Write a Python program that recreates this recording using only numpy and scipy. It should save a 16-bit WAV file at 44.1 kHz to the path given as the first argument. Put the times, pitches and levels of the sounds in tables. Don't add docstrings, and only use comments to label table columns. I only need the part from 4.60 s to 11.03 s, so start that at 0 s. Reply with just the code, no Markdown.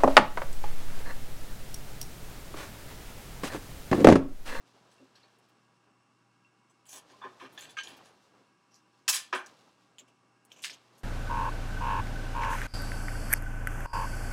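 import sys
import numpy as np
from scipy import signal
from scipy.fft import rfft, irfft, next_fast_len
from scipy.io import wavfile

SR = 44100
rng = np.random.default_rng(int(sys.argv[2]) if len(sys.argv) > 2 else 0)


def master(y):
    cut = np.clip(np.atleast_2d(y).T, -1, 1)
    pcm = np.round(cut * 32767)
    wavfile.write(sys.argv[1], SR, pcm.astype(np.int16))


N = 283733


def amp(db):
    return 10 ** (np.asarray(db) / 20)


def rms_one(x):
    return x / np.sqrt(np.mean(np.abs(x) ** 2) + 1e-30)


def resonance(freqs, hz, width_hz):
    loss = 1j * freqs * width_hz
    return loss / (hz ** 2 - freqs ** 2 + loss)


def body(freqs, modes, depth):
    return 1 + depth * sum(amp(db) * resonance(freqs, hz, width) for hz, width, db in modes)


def shaped(x, response):
    size = next_fast_len(len(x))
    gain = rms_one(response(np.fft.rfftfreq(size, 1 / SR)))
    return irfft(rfft(x, size) * gain, size)[:len(x)]


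def drift(rate_hz):
    steps = rng.standard_normal(int(N / SR * rate_hz) + 2)
    return np.interp(np.arange(N) / SR * rate_hz, np.arange(len(steps)), steps)


def shot_noise(size, per_s, spread_db):
    heights = amp(spread_db * np.minimum(rng.exponential(1, size), 4)) * rng.standard_normal(size)
    return rms_one(heights * (rng.random(size) < per_s / SR))


# (frequency [Hz], relative spectral density [dB])
AIR_SPECTRUM = [(24, -32.5), (45, -27.5), (100, -9), (170, 5), (350, 3.5), (650, -20), (1080, -1),
                (1500, -4.5), (1900, -11.5), (3650, -18), (5440, -15.5), (9300, -22.5), (10300, -35),
                (15500, -42.5)]
# (frequency [Hz], bandwidth [Hz], gain [dB])
CASING_MODES = [(801, 10, 20), (969, 30, 7.5), (1127, 20, 3.5), (1630, 8.5, 11), (2740, 160, 10.5),
                (5380, 83, 5.5), (7900, 67, 4.5), (9450, 299, -1)]
# (frequency [Hz], rms level [dB])
MOTOR_TONES = [(120, -79.5), (1174, -85), (2197, -89)]


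def room_tone(air_db=-70):
    air_hz, density_db = np.transpose(AIR_SPECTRUM)
    air = lambda f: amp(np.interp(np.log(f + 1), np.log(air_hz), density_db))
    t = np.arange(N) / SR
    hum = sum(np.sqrt(2) * amp(db + 1.9 * drift(3)) * np.sin(2 * np.pi * hz * t)
              for hz, db in MOTOR_TONES)
    whir = shaped(rng.standard_normal(N), lambda f: air(f) * body(f, CASING_MODES, 1.0))
    return amp(air_db) * whir + hum


def reverberation(x, level_db=-24.5, t60_s=0.29, lowpass_hz=4000):
    t = np.arange(SR // 2) / SR
    tail = rng.standard_normal(len(t)) * amp(-60 * t / t60_s) * (t > .006)
    tail = signal.lfilter(*signal.butter(1, lowpass_hz, fs=SR), tail)
    return amp(level_db) * signal.fftconvolve(x, tail / np.sqrt(np.sum(tail ** 2)))[:N]


# (time [s], low band level [dB], high band level [dB])
RUSTLE_LEVELS = [(0.0, -66.5, -71.5), (0.61, -68.5, -74), (0.95, -73.5, -80), (1.45, -76, -88),
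                 (2.31, -77, -85), (2.47, -63.5, -71), (2.75, -64, -70.5), (3.1, -62.5, -66.5),
                 (3.36, -62, -66.5), (3.55, -65.5, -73), (3.8, -68, -75), (3.94, -77.5, -85.5),
                 (4.55, -75, -78), (4.9, -64.5, -66), (5.16, -70, -78), (5.8, -76.5, -88.5),
                 (6.1, -64, -70.5), (6.43, -68, -75.5)]


def rustle(low_hz=390, high_hz=3700):
    times, low_db, high_db = np.transpose(RUSTLE_LEVELS)
    out = 0
    for db, hz, width in ((low_db, low_hz, 4.0), (high_db, high_hz, 1.6)):
        level_db = np.interp(np.arange(N) / SR, times, db) + 2.07 * drift(25)
        grains = shot_noise(N, per_s=8000, spread_db=2.0)
        out = out + amp(level_db) * shaped(grains, lambda f: resonance(f, hz, width * hz) ** 3)
    return out


# (frequency [Hz], bandwidth [Hz], relative gain [dB])
BOARD_MODES = [(100, 40, -9), (270, 35, -2), (376, 40, 0), (510, 70, -6)]
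# (time [s], duration [s], greatest rms level [dB])
BOARD_PUSHES = [(.385, .075, -60), (2.495, .04, -60), (2.635, .06, -50), (2.812, .06, -52),
                (4.728, .06, -47), (2.32, .08, -64), (3.27, .1, -60), (3.78, .05, -66), (5.40, .04, -64)]


def rocking():
    t = np.arange(N) / SR
    envelope = sum(amp(db) * np.sin(np.pi * np.clip((t - start) / duration, 0, 1))
                   for start, duration, db in BOARD_PUSHES)
    modes = lambda f: sum(amp(db) * resonance(f, hz, width) for hz, width, db in BOARD_MODES)
    radiation = lambda f: resonance(f, hz=313, width_hz=580) ** 2
    return shaped(envelope * rng.standard_normal(N), lambda f: radiation(f) * modes(f))


# (frequency [Hz], relative level [dB], free T60 [s])
RINGING_PARTIALS = [(268.5, -2, 0.16), (370, 0.5, .14), (528, -3.5, .1), (730, -6, .1), (2724, -6, .15),
                    (991, -3.5, .2), (1044, 0.5, 0.16), (1252, -1.5, .12), (1603, 0, 0.23),
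                    (1690, -4, 0.151), (2205, -2, 0.19), (2467, -6, 0.22), (3150, -2.5, .25),
                    (3560, -6, .25), (3864, -8.5, .15), (4420, -7.5, 0.22), (4920, -5, .25),
                    (5297, -3.5, .2), (7230, -8, .2), (7564, -9, .2), (9520, -7, .2), (10020, -6.5, .25),
                    (10720, -9, .2), (11980, -9.5, .2), (13140, -12, .2), (2620, -8, 0.18), (3005, -2, .26),
                    (3446, -6, .16), (4116, -2, .05), (5570, -0.5, .11), (6120, -9, 0.23),
                    (6700, -0.5, 0.18), (7000, -9, .1), (7900, -1, .16)]
# (time [s], level [dB], centre frequency [Hz], reach to -6 dB [octaves], T60 factor [1])
HARD_STRIKES = [(0.382, -55, 2740, .03, 0.69), (0.403, -52.5, 270, .1, 1.3), (0.425, -55, 317, .3, 1.0),
                (0.552, -52, 1750, 0.089, .4), (0.554, -54, 4260, .12, 0.62),
                (0.632, -51, 4140, 0.093, 0.74), (1.847, -55.5, 2740, 0.034, 1.2),
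                (2.097, -63, 6150, .03, .6), (2.098, -65, 7825, .02, 0.63), (2.284, -50, 6150, .04, 1.3),
                (2.534, -54, 1040, .05, .8), (2.618, -42.5, 1120, .14, 1.3), (2.619, -48, 3440, 0.057, 1.2),
                (2.638, -38, 1656, .06, 0.59), (2.639, -33, 1110, 0.13, 0.65), (2.652, -42.5, 372, .1, 1.4),
                (2.812, -42, 1036, 0.07, 0.69), (2.826, -48, 385, .12, 1.2), (2.845, -50, 1120, .2, .6),
                (2.977, -43, 3430, .08, 0.75), (3.01, -45, 7100, .05, .9), (3.09, -47, 3420, 0.045, .9),
                (3.168, -37, 1610, .1, 0.93), (3.168, -37, 2440, 0.16, 0.72),
                (3.172, -39.5, 1245, .05, 0.85), (3.184, -39, 3080, 0.11, 0.76),
                (3.183, -38, 2000, 0.38, .4), (4.144, -53, 7000, .03, 0.73), (4.479, -19, 2610, 0.035, .7),
                (4.487, -26.5, 6440, 0.55, 0.72), (4.526, -34, 5500, .9, 0.45),
                (4.545, -34, 7500, 0.53, 0.65), (4.558, -38, 5000, .9, 0.42), (4.75, -46.5, 7640, .08, 0.7),
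                (4.752, -42, 6200, .05, .9), (4.748, -47, 9500, 0.043, .9), (4.726, -27.5, 1250, .08, 0.74),
                (4.726, -29, 1690, .03, .5), (4.729, -31, 420, .4, 1.5), (4.73, -28, 980, .04, 0.7)]


def pings(swell_cycles=3.5):
    t = np.arange(SR // 4) / SR
    out = np.zeros((len(RINGING_PARTIALS), N + len(t)))
    hz, partial_db, t60 = np.transpose(RINGING_PARTIALS)[:, :, None]
    tones = np.minimum(t * hz / swell_cycles, 1) * np.sin(2 * np.pi * hz * t)
    for start, db, centre_hz, reach, t60_factor in HARD_STRIKES:
        at = round(start * SR)
        coupling_db = -6 * (np.log2(hz / centre_hz) / reach) ** 2
        excited = coupling_db[:, 0] > -45
        level_db = (db + coupling_db + partial_db)[excited] - 60 * t / (t60[excited] * t60_factor)
        out[excited, at:at + len(t)] += amp(level_db) * tones[excited]
    return sum(partial[:N] * amp(3 * drift(80)) for partial in out)


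# (time [s], level [dB], frequency [Hz], decay to 1/e [cycles])
SHARP_SNAPS = [(2.2555, -54, 3040, 4.5), (2.2557, -55, 9800, 6.0), (2.289, -46.5, 8000, 3.0),
               (2.2925, -42, 6500, 2.5), (2.3305, -43, 3000, 3.0), (2.361, -38, 6200, 2.7),
               (2.366, -40, 6500, 2.5), (2.372, -46, 9550, 8.0), (2.976, -41.5, 1710, 10),
               (2.9765, -40.5, 3500, 14), (4.1434, -45, 5600, 4.0), (2.993, -39, 12500, 2.5),
               (2.9932, -38, 5000, 1.5), (3.041, -46, 3300, 5.0), (3.0555, -43, 3300, 5.0),
               (4.862, -43, 5900, 12.0), (4.8665, -49, 4860, 12.0), (4.868, -49, 5900, 10.0),
               (3.0096, -32, 6960, 3.4), (3.1875, -30.5, 1640, 4), (3.1885, -25.5, 3030, 7),
               (3.2344, -34, 6000, 3), (3.273, -30.5, 3250, 3.9), (3.449, -52, 6100, 1.2),
               (4.4793, -15, 5000, 1.5), (4.4902, -13, 4500, 0.9), (4.4965, -17, 6500, 3.0),
               (5.3842, -37, 3100, 3.5), (5.3844, -43, 7200, 8.0), (5.389, -45, 3200, 8.0),
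               (5.39, -50, 10400, 12.0), (5.3955, -44, 6700, 25.0), (5.851, -39, 9400, 1.1),
               (5.9176, -36.5, 3100, 4.5), (6.0394, -18, 3600, 1.1), (6.0457, -16, 2500, 1.1),
               (6.048, -26, 3010, 0.64), (6.0585, -25, 2280, 1.4), (6.0975, -26.5, 2300, 1.3),
               (6.102, -31, 4460, 1.2), (6.129, -41.5, 6000, 1.2), (6.147, -40, 6960, 1.3)]


def snaps(size=400, highpass_hz=1000):
    out, t = np.zeros(N + size), np.arange(size) / SR
    for start, db, hz, cycles in SHARP_SNAPS:
        at = round(start * SR)
        envelope = np.minimum(2 * t * hz, 1) * np.exp(-t * hz / cycles)
        out[at:at + size] += amp(db) * envelope * np.sin(2 * np.pi * hz * t)
    return signal.sosfilt(signal.butter(3, highpass_hz, "high", fs=SR, output="sos"), out[:N])


# (frequency [Hz], bandwidth [Hz], relative gain [dB])
KNIFE_MODES = [(335, 27, 7.5), (833, 14, 7), (1068, 60, 9), (1223, 58, 13), (1595, 190, 10.5),
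               (1750, 50, 12), (2257, 28, 6.5), (2425, 88, 5.5), (2717, 87, 5), (3026, 99, 7),
               (3260, 80, 7), (3550, 88, 4), (3960, 70, 5), (4077, 110, 4), (4460, 70, 9), (4940, 110, 5),
               (5606, 130, 6.5), (6160, 90, 8), (6620, 120, 2.5), (7870, 90, 8), (7640, 47, 2),
               (8850, 43, 0.5), (9530, 120, 7), (9990, 100, 4), (12900, 160, 6)]


def contacts(rows, knife_depth, flake_depth, per_s, spread_db, thud_width, crunch_width,
             widen_oct_per_db, crackle_t60_factor, sizzle_db, size=12000):
    out = np.zeros(N + size)
    t, freqs = np.arange(size) / SR, np.fft.rfftfreq(size, 1 / SR)
    for start, hold, t60, thud_db, crunch_db, crackle_db, crackle_hz, crackle_width in rows:
        at = round(start * SR)
        rise = .0011 + .17 * hold
        attack = np.clip(t / rise, 0, 1) ** 2
        decay_time = np.clip(t - rise - hold, 0, None)
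        modes = np.array(KNIFE_MODES) + [0, 0, 2] * rng.standard_normal((len(KNIFE_MODES), 1))
        knife = body(freqs, modes, knife_depth)
        flakes = body(freqs, [(hz, 0.021 * hz, 0) for hz in rng.uniform(4800, 15500, 12)], flake_depth)
        thud_hz = np.clip(747 * 2 ** (0.1 * (thud_db + 55.5)), 590, 960)
        crunch_hz = 2650 * 2 ** (.012 * np.clip(crackle_db - thud_db, -40, 15))
        widening = 2 ** (widen_oct_per_db * (crunch_db + 50))
        showers = ((thud_db, thud_hz, thud_width, t60),
                   (crunch_db, crunch_hz, crunch_width * widening, t60),
                   (crackle_db, crackle_hz, crackle_width, t60 * crackle_t60_factor))
        for db, hz, width, shower_t60 in showers:
            force = attack * amp(-60 * decay_time / shower_t60) * shot_noise(size, per_s, spread_db)
            band = resonance(freqs, hz, width * hz) ** 4
            sizzle = amp(sizzle_db) * resonance(freqs, 2 * hz, hz) ** 4
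            colour = rms_one(knife * flakes * (band + sizzle))
            out[at:at + size] += amp(db) * irfft(rfft(force) * colour, size)
    return out[:N]


# (time [s], hold [s], T60 [s], thud level [dB], crunch level [dB],
# crackle level [dB], crackle frequency [Hz], crackle fractional width [1])
KNIFE_IMPACTS = [(4.4785, 0.0032, 0.13, -36, -27, -26.5, 6450, 1.4),
                 (4.486, 0.0087, 0.3, -44, -52, -25, 7360, 2.2),
                 (4.525, 0.022, 0.26, -48, -35, -32.5, 7160, 1.8),
                 (4.555, 0.011, 0.34, -54, -51, -36.5, 7000, 1.3),
                 (4.725, 0.012, 0.2, -31.5, -35, -55.5, 5640, 0.26),
                 (4.745, 0.011, 0.29, -36, -49, -52, 7400, 0.94),
                 (4.859, 0.008, 0.089, -69, -71, -57, 6040, 1.6)]


def knife_laid_down():
    return contacts(KNIFE_IMPACTS, knife_depth=0.7, flake_depth=.6, per_s=13000, spread_db=2.5,
                    thud_width=2.34, crunch_width=1.62, widen_oct_per_db=0.0092,
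                    crackle_t60_factor=0.55, sizzle_db=-17.5)


LOAF_BREAKS = [(5.386, 0.012, 0.1, -68, -58, -55, 7000, .4),
               (5.476, 0.01, .1, -75.5, -68.5, -73, 6070, 1.1),
               (5.851, 0.0047, 0.059, -83.5, -83, -68, 8520, 1.2),
               (5.9, 0.01, 0.085, -79, -67, -74, 6500, 1.2),
               (5.917, 0.0027, 0.16, -69, -58.5, -56.5, 6410, 0.54),
               (5.955, 0.038, 0.24, -67.5, -63.5, -64.5, 6530, 0.73),
               (6.017, 0.0066, .1, -80, -64, -56, 7400, .94),
               (6.025, 0.012, 0.095, -76, -50, -48.5, 6500, 1.4),
               (6.0395, 0.0047, 0.17, -74, -39.5, -42.5, 6560, 1.03),
               (6.0455, 0.0056, .16, -68, -38.5, -50, 6470, 2.6),
               (6.097, 0.0057, 0.22, -76, -48, -49, 4830, 0.66),
               (6.128, 0.013, 0.08, -77, -58, -58.5, 6380, .6),
               (6.375, 0.017, .15, -73, -82.5, -67, 7500, 1.6)]


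def tearing():
    return contacts(LOAF_BREAKS, knife_depth=0.18, flake_depth=0.93, per_s=6800, spread_db=3.0,
                    thud_width=1.4, crunch_width=1.3, widen_oct_per_db=0.072,
                    crackle_t60_factor=0.74, sizzle_db=-19.5)


SAW_CONTACTS = [(0.31, 0.022, 0.3, -87, -75, -72, 6050, 1.5),
                (0.551, 0.0053, 0.45, -71, -66, -66.5, 5110, 0.43),
                (0.632, 0.0045, 0.32, -65.5, -70, -81, 5030, .7),
                (0.784, 0.0071, 0.092, -76, -78, -73, 8900, 0.92),
                (0.884, 0.01, 0.11, -82, -76, -80, 11000, 2.3),
                (2.1, 0.0086, 0.087, -73, -78, -75, 7500, 0.47),
                (2.252, 0.03, 0.2, -75, -68, -64, 8100, .6),
                (2.282, 0.044, 0.2, -68, -61.5, -53, 7500, 1.5),
                (2.322, 0.03, 0.15, -60.5, -55.5, -52, 8500, 1.9),
                (2.357, 0.021, 0.17, -56.5, -59, -52.5, 7040, 1.3),
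                (2.49, 0.026, 0.1, -63, -63, -68.5, 5100, 0.51),
                (2.61, 0.037, 0.23, -46.5, -58, -82, 5890, .75),
                (2.638, 0.0096, 0.16, -50, -51.5, -89, 6040, .75),
                (2.792, 0.049, 0.21, -52, -54, -70.5, 6800, 2.3),
                (2.92, 0.025, 0.22, -88, -72, -67, 10600, 1.2),
                (2.975, 0.007, 0.14, -60, -47, -58.5, 6500, 1.8),
                (2.99, 0.025, 0.3, -85.5, -84, -61, 12000, 1.8),
                (3.008, 0.033, 0.22, -65, -52, -58.5, 6860, 0.8),
                (3.09, 0.018, 0.14, -71, -61, -61.5, 8000, 0.93),
                (3.165, 0.033, 0.14, -57.5, -45, -58.5, 6000, .42),
                (3.234, 0.005, 0.38, -63, -52, -52.5, 6200, .93),
                (3.273, 0.013, 0.37, -58.5, -53, -59, 7150, 2.3),
                (3.365, 0.0089, 0.13, -78, -65, -64, 10000, 3),
                (3.448, 0.022, 0.27, -68, -67, -66.5, 5600, 1.3),
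                (4.105, 0.053, 0.27, -82, -84, -72, 5240, 0.54),
                (4.143, 0.015, 0.25, -82, -81, -66, 5260, .7)]


def sawing():
    return contacts(SAW_CONTACTS, knife_depth=1.6, flake_depth=2.2, per_s=4600, spread_db=2.5,
                    thud_width=1.47, crunch_width=1.39, widen_oct_per_db=0.0034,
                    crackle_t60_factor=0.57, sizzle_db=-17.5)


def scene():
    direct = sawing() + knife_laid_down() + tearing() + snaps() + pings() + rocking()
    return (direct + reverberation(direct) + rustle() + room_tone())[None]


def record(dry):
    return signal.sosfilt(signal.cheby2(24, 70, 16500, fs=SR, output="sos"), dry)


dry = scene()
out = record(dry)
master(out)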